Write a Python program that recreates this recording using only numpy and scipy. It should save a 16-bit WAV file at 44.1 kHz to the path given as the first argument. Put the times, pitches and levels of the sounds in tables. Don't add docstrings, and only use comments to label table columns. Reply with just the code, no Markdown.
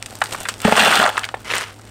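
import sys
import numpy as np
from scipy import signal
from scipy.fft import rfft, irfft
from scipy.io import wavfile
from scipy.ndimage import uniform_filter1d

SR = 44100
rng = np.random.default_rng(int(sys.argv[2]) if len(sys.argv) > 2 else 0)


def master_out(mix):
    frames = np.transpose(np.atleast_2d(mix))
    ceiling = np.clip(frames, -1, 1)
    pcm = np.round(ceiling * 32767).astype(np.int16)
    wavfile.write(sys.argv[1], SR, pcm)


N = 83790


def from_db(db):
    return 10 ** (np.asarray(db) / 20)


def unit_rms(x):
    return x / np.sqrt(np.mean(x ** 2) + 1e-20)


def envelope(points):
    t_s, db = np.transpose(points)
    return from_db(np.interp(np.arange(N) / SR, t_s, db))


def at_level(x, db, window_s=0.01):
    return from_db(db) * x * np.sqrt(window_s * SR / np.sum(x ** 2))


def add(out, t_s, x):
    start = int(t_s * SR)
    out[start:start + len(x)] += x[:N - start]


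def coloured(x, points, size=2048):
    hz, db = np.transpose(points)
    grid_hz = np.maximum(np.arange(size // 2 + 1) * SR / size, 1)
    magnitude = from_db(np.interp(np.log(grid_hz), np.log(hz), db))
    cepstrum = irfft(np.log(magnitude))
    cepstrum[1:size // 2] *= 2
    cepstrum[size // 2 + 1:] = 0
    response = irfft(np.exp(rfft(cepstrum)))
    return signal.fftconvolve(x, response / np.linalg.norm(response))[:len(x)]


def resonance(x, hz, width_hz):
    r = np.exp(-np.pi * width_hz / SR)
    feedback = [1, -2 * r * np.cos(2 * np.pi * hz / SR), r * r]
    return signal.lfilter(np.array([1, 0, -1]) * (1 - r * r) / 2, feedback, x + 1e-18)


def high_pass(x, hz):
    return signal.sosfilt(signal.butter(2, hz, "high", fs=SR, output="sos"), x)


def contact(t60_s, size=4096):
    evenness = 0.44
    decay = from_db(-60 * np.arange(size) / SR / t60_s)
    burst = rng.standard_normal(size) * decay
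    burst[0] = 3.6
    spectrum = rfft(burst)
    return irfft(spectrum / (np.abs(spectrum) + 1e-9) ** evenness) * decay ** 0.25


def grains(rate_hz, spread_db, t60_s, pitched, sizes=16):
    hits = rng.random(N) < rate_hz / SR
    strength = from_db(spread_db * np.minimum(rng.exponential(1, N), 4))
    clicks = hits * strength * rng.choice([-1, 1], N)
    size_class = rng.integers(0, sizes, N)
    out = np.zeros(N)
    for k, hz in enumerate(np.geomspace(500, 12000, sizes)):
        touch = contact(t60_s)
        grain = touch + pitched * resonance(touch, hz, hz / 3)
        out += signal.fftconvolve(clicks * (size_class == k), grain)[:N]
    return out / np.sqrt(uniform_filter1d(out ** 2, size=1800) + 1e-9)


def stones():
    # t/s, knock level/dB, knock f/Hz, knock width/oct, crack level/dB, t60/s
    landings = [(0.0259, -31.5, 2840, 1.5, -25.5, 0.012), (0.0605, -37, 2570, 1.7, -26.5, 0.033),
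                (.1079, -55, 2500, 2.3, -36, 0.0081), (0.1536, -55, 3040, 1.5, -35, 0.0055),
                (0.2165, -12, 1420, 0.12, -42, 0.039), (0.2175, -14.5, 802, 0.38, -28.5, 0.029),
                (0.2206, -24, 2800, 0.21, -37, 0.007), (0.2392, -38, 2680, 1.1, -24.5, 0.034),
                (.2580, -30, 2280, 1.6, -35, 0.011), (0.31, -36, 1800, 1.8, -41, 0.018),
                (0.3252, -26.5, 3130, 1.2, -27.5, 0.029), (0.3335, -29.5, 970, 1.1, -29.5, 0.043),
                (0.3466, -21, 1133, 0.72, -55, 0.041), (0.4535, -21, 1667, 0.39, -34, 0.052),
                (0.4868, -22.5, 1420, 0.2, -18, 0.044), (0.4867, -23, 2660, 0.15, -21, 0.082),
                (.5405, -39.5, 2840, 2.3, -34, 0.0056), (0.603, -70, 2960, 1.5, -30, 0.012),
                (0.6174, -46, 1660, 0.69, -30, 0.039), (0.6489, -13, 1328, 1.87, -22.5, 0.063),
                (0.6714, -16.5, 1597, 0.5, -49, 0.053), (.6780, -10.5, 577, 0.44, -34, 0.052),
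                (.7224, -8.5, 714, 0.49, -22.5, 0.029), (0.7231, -13.5, 1645, 1.5, -44, 0.052),
                (0.7546, -16.5, 1600, 1.9, -28, 0.024), (0.7661, -14, 1335, 0.56, -18.5, 0.071),
                (0.7788, -10.5, 694, 1.7, -22, 0.044), (0.794, -10, 2000, 1.7, -16, 0.091),
                (0.8064, -14, 2180, 0.77, -36, 0.012), (0.8733, -13, 734, 0.18, -24, 0.067),
                (0.9132, -15, 1340, 0.51, -23, .02), (.9250, -9, 1466, 0.87, -23, 0.075),
                (0.9552, -16, 1690, 2.9, -16, 0.037), (.9740, -17, 1320, 0.32, -22, 0.014),
                (1.0281, -10.5, 1220, 0.37, -21.5, 0.038), (1.0533, -10, 915, 1.07, -26, 0.069),
                (1.063, -13, 1430, 0.21, -23.5, 0.0067), (1.0736, -15, 1022, 0.7, -33, 0.08),
                (1.0930, -19.5, 804, 0.31, -44, 0.026), (1.17, -21, 1340, 3, -47, 0.053),
                (1.1775, -11.5, 1256, .8, -25, 0.037), (1.1937, -48, 1300, 1.0, -24, 0.011),
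                (1.2334, -24, 2060, 0.84, -42, 0.046), (1.2423, -20, 2220, 1.2, -45, 0.022),
                (1.2510, -30, 2260, 2.2, -29.5, 0.025), (1.2886, -27, 1380, 0.52, -57, 0.025),
                (1.2889, -31, 3380, 0.54, -61, 0.016), (1.3416, -19, 690, 0.18, -72, 0.014),
                (1.3435, -25.5, 1773, 0.56, -63, 0.033), (1.447, -41, 1720, 1.9, -39, 0.017),
                (1.503, -22.5, 1950, 0.76, -50, 0.011), (1.5116, -23, 2340, 0.35, -68, 0.018),
                (1.5366, -17, 1700, 0.44, -36, 0.018), (1.5820, -53, 2500, 1.2, -20, 0.012),
                (1.6105, -30, 1800, 0.83, -28.5, 0.014), (1.6392, -28, 2040, 1.1, -37, 0.016),
                (1.794, -44, 1340, 0.43, -77, 0.028), (1.873, -45, 2150, 1.6, -63, .02)]
    crack_colour = [(100, -46), (400, 2), (1500, 0), (4000, 2.5), (6000, -0.5), (8400, 5), (9400, 1.5),
                    (10500, -14.5), (14000, -12.5), (16000, -14)]
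    knock_trim_db, crack_trim_db = -2, -4
    skirt_oct, rise_db_per_oct, fall_db_per_oct = 4, 16, 21.5
    out = np.zeros(N)
    for t_s, knock_db, hz, width_oct, crack_db, t60_s in landings:
        low_hz, high_hz = hz / 2 ** (width_oct / 2), hz * 2 ** (width_oct / 2)
        band = [(low_hz / 2 ** skirt_oct, -skirt_oct * rise_db_per_oct), (low_hz, 0),
                (high_hz, 0), (high_hz * 2 ** skirt_oct, -skirt_oct * fall_db_per_oct)]
        knock = at_level(coloured(contact(t60_s), band), db=0)
        ring = at_level(stone_ring(hz, 1.26 * t60_s), db=-6.5)
        body = high_pass(knock + ring, 0.65 * low_hz)
        crack = coloured(contact(0.99 * t60_s), crack_colour)
        add(out, t_s, at_level(body, knock_db + knock_trim_db))
        add(out, t_s, at_level(crack, crack_db + crack_trim_db))
    return out


def stone_ring(hz, t60_s, size=4096):
    modes = [(0.602, -9), (0.998, -2.5), (1.289, -9.5), (2.08, -10.5)]
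    t = np.arange(size) / SR
    tones = sum(from_db(db) * np.sin(2 * np.pi * hz * ratio * rng.normal(1, 0.018) * t)
                for ratio, db in modes)
    return tones * from_db(-60 * t / t60_s)


def thumps():
    lumps = [(0.6512, -5.5, 400), (.6740, -26, 900), (.6840, -18.5, 1010), (0.7233, -16, 1010),
             (0.9925, -22.5, 704)]
    t = np.arange(N // 50) / SR
    force = np.zeros(N)
    for t_s, db, cutoff_hz in lumps:
        push = t * np.exp(-2 * np.pi * cutoff_hz * t)
        add(force, t_s, from_db(db) * push / push.sum())
    return bucket(force)


def bucket(force):
    modes = [(60, -23, 0.14), (115, -15, 0.072), (202, -0.5, 0.077), (215.6, 0, 0.078), (426, -1.5, .12),
             (550, -38, 0.076), (647, -22, 0.097), (850, 8.5, 0.07), (1290, -22, .04), (1500, -4, 0.054)]
    max_cycles = 80
    out = np.zeros(N)
    for hz, db, t60_s in modes:
        ring_s = min(t60_s, max_cycles / hz)
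        r = from_db(-60 / (ring_s * SR))
        feedback = [1, -2 * r * np.cos(2 * np.pi * hz / SR), r * r]
        out += from_db(db) * signal.lfilter([0.5, 0, -0.5], feedback, force + 1e-18)
    return out


def pour():
    # t/s, level/dB
    gravel_flow = [(.6, -47), (.625, -34.5), (.66, -21.5), (.69, -23), (.71, -21.5), (.748, -28),
                   (.775, -14), (.81, -15.5), (.89, -15.5), (.94, -17.5), (1.01, -14), (1.05, -20),
                   (1.09, -19.5), (1.11, -32), (1.155, -28.5), (1.19, -33), (1.23, -34.5), (1.31, -48),
                   (1.43, -48), (1.46, -77)]
    grit_flow = [(.6, -60), (.625, -38), (.68, -27.5), (.745, -28.5), (.79, -22.5), (.86, -20.5),
                 (.895, -24.5), (.96, -22.5), (1.02, -27), (1.09, -51), (1.12, -45), (1.2, -42),
                 (1.26, -58), (1.32, -65), (1.43, -50), (1.46, -86)]
    drumming = [(.64, -75), (.69, -50), (.78, -30), (.835, -23), (.9, -28.5), (.95, -35), (.99, -29.5),
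                (1.05, -33), (1.12, -65), (1.3, -78)]
    # f/Hz, level/dB
    gravel_colour = [(40, -33), (100, -33), (250, -5.5), (450, -5.5), (700, 2.5), (1000, -4), (1350, 2.5),
                     (1800, -5.5), (2200, -10), (2750, -11.5), (3480, -7.5), (3750, -20.5), (4200, -12),
                     (5500, -24.5), (9000, -21), (16000, -67)]
    grit_colour = [(500, -28), (2500, 9), (4500, -2), (5500, -1), (7000, -4.5), (8600, 1.5), (9400, -9),
                   (10300, -11.5), (12000, -11), (14000, -7), (16000, -21)]
    cushion_hz, low_cut_hz = 450, 140
    gravel = grains(rate_hz=1000, spread_db=3.5, t60_s=0.024, pitched=3.4)
    grit = grains(rate_hz=1800, spread_db=3.5, t60_s=0.0073, pitched=0.71)
    blows = grains(rate_hz=1200, spread_db=1.0, t60_s=0.001, pitched=0.2)
    cushioned = signal.sosfilt(signal.butter(1, cushion_hz, fs=SR, output="sos"), blows)
    drum = bucket(high_pass(cushioned, low_cut_hz))
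    return (envelope(gravel_flow) * unit_rms(coloured(gravel, gravel_colour))
            + envelope(grit_flow) * unit_rms(coloured(grit, grit_colour))
            + envelope(drumming) * unit_rms(drum))


def blade():
    modes = [(798, 27, 4), (1446, 120, 1.5), (1920, 96, -1), (2550, 130, -2.5), (2790, 140, 3),
             (3130, 170, -4.5), (3507, 94, 0.5), (4120, 110, -6)]
    rattle = [(0, -51), (.2, -72), (.26, -49), (.42, -39.5), (.55, -49), (.6, -68), (.63, -39),
              (.74, -37.5), (.795, -18), (.86, -16.5), (.9, -22.5), (.98, -24), (1.05, -27), (1.12, -57),
              (1.25, -60), (1.45, -71)]
    taps = grains(rate_hz=1200, spread_db=2.5, t60_s=0.0041, pitched=0.45)
    ring = sum((-1) ** k * from_db(db) * resonance(taps, hz, width_hz)
               for k, (hz, width_hz, db) in enumerate(modes))
    return envelope(rattle) * unit_rms(ring)


def scuff():
    slide = [(1.43, -77), (1.452, -34.5), (1.495, -29), (1.51, -24.5), (1.545, -21), (1.58, -21.5),
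             (1.6, -28.5), (1.617, -23), (1.655, -37.5), (1.7, -39), (1.76, -55), (1.9, -50.5)]
    colour = [(100, -9), (250, -8), (460, 1), (850, -2.5), (1400, 2), (2000, 1.5), (2400, -4.5),
              (3000, -1.5), (4500, -9.5), (7800, -13.5), (9100, -13.5), (11000, -24), (14000, -24.5),
              (16000, -33)]
    crunch = grains(rate_hz=2800, spread_db=3.0, t60_s=0.0049, pitched=2.9)
    return envelope(slide) * unit_rms(coloured(crunch, colour))


def spill():
    flow = [(0, -54), (.09, -43), (.17, -39), (.2, -42), (.24, -38.5), (.3, -36), (.34, -30), (.365, -39),
            (.41, -30.5), (.45, -43), (.52, -40.5), (.56, -45), (.6, -40), (.66, -49)]
    # f/Hz, level/dB
    crumb_colour = [(100, 5.5), (400, 4.5), (800, 6), (1400, -3.5), (2200, -4.5), (4000, -4.5), (6500, -7),
                    (8700, -1.5), (10500, -14), (14000, -11), (16000, -34)]
    sand_colour = [(1500, -46), (4500, 9), (8600, 0), (10300, -11), (14000, 2), (16000, -2)]
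    sand_db = -21
    crumbs = grains(rate_hz=1500, spread_db=5.5, t60_s=0.021, pitched=2.1)
    sand = grains(rate_hz=2500, spread_db=4.5, t60_s=0.0022, pitched=0.8)
    patter = unit_rms(coloured(crumbs, crumb_colour))
    sizzle = unit_rms(coloured(sand, sand_colour))
    return envelope(flow) * (patter + from_db(sand_db) * sizzle)


def chips():
    ticks = [(.1539, -42.5), (.2401, -35), (0.3357, -36), (.4320, -35.5), (.6176, -34), (0.9917, -30),
             (1.0910, -34.5), (1.0981, -36), (1.2434, -40), (1.4030, -51), (1.5550, -28.5), (1.5822, -50)]
    colour = [(200, -45), (1000, -31), (4000, 0), (7000, 3.5), (9200, 8), (10800, -2.5), (14000, 2),
              (16000, -4)]
    out = np.zeros(N)
    for t_s, db in ticks:
        tick = coloured(contact(t60_s=0.012), colour)
        add(out, t_s, at_level(tick, db))
    return out


def yard(x):
    colour = [(100, -12), (1000, -8), (3000, -10), (9000, -8.5), (16000, -12)]
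    t60_s, delay_s, gain_db = 0.21, 0.0061, -16.52
    t = np.arange(N // 4) / SR
    tail = rng.standard_normal(len(t)) * from_db(-60 * t / t60_s) * (t > delay_s)
    reflections = signal.fftconvolve(x, tail / np.linalg.norm(tail))[:N]
    return from_db(gain_db) * coloured(reflections, colour)


def background():
    air_colour = [(20, -24), (35, 3), (60, 10), (120, -6), (200, 8), (400, 2), (900, -5), (2000, -39),
                  (4500, -21.5), (9000, -40.5), (11000, -71), (16000, -24)]
    air_db, hum_db = -46.5, -45
    hum_hz, width_hz, levelling_s = 106, 10, 0.08
    air = unit_rms(coloured(rng.standard_normal(2 * N), air_colour)[N:])
    band = resonance(rng.standard_normal(2 * N), hum_hz, width_hz)
    hum = resonance(band, hum_hz, width_hz)[N:]
    hum /= np.sqrt(uniform_filter1d(hum ** 2, size=int(levelling_s * SR)))
    return from_db(air_db) * air + from_db(hum_db) * hum


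def scene():
    near = stones() + chips() + thumps() + pour() + blade() + spill() + scuff()
    return (near + yard(near) + background())[None]


def record(dry):
    cutoff_hz = 15750
    limited = dry / (1 + dry ** 6) ** (1 / 6)
    return signal.sosfilt(signal.ellip(10, 0.2, 90, cutoff_hz, fs=SR, output="sos"), limited)


dry = scene()
out = record(dry)
master_out(out)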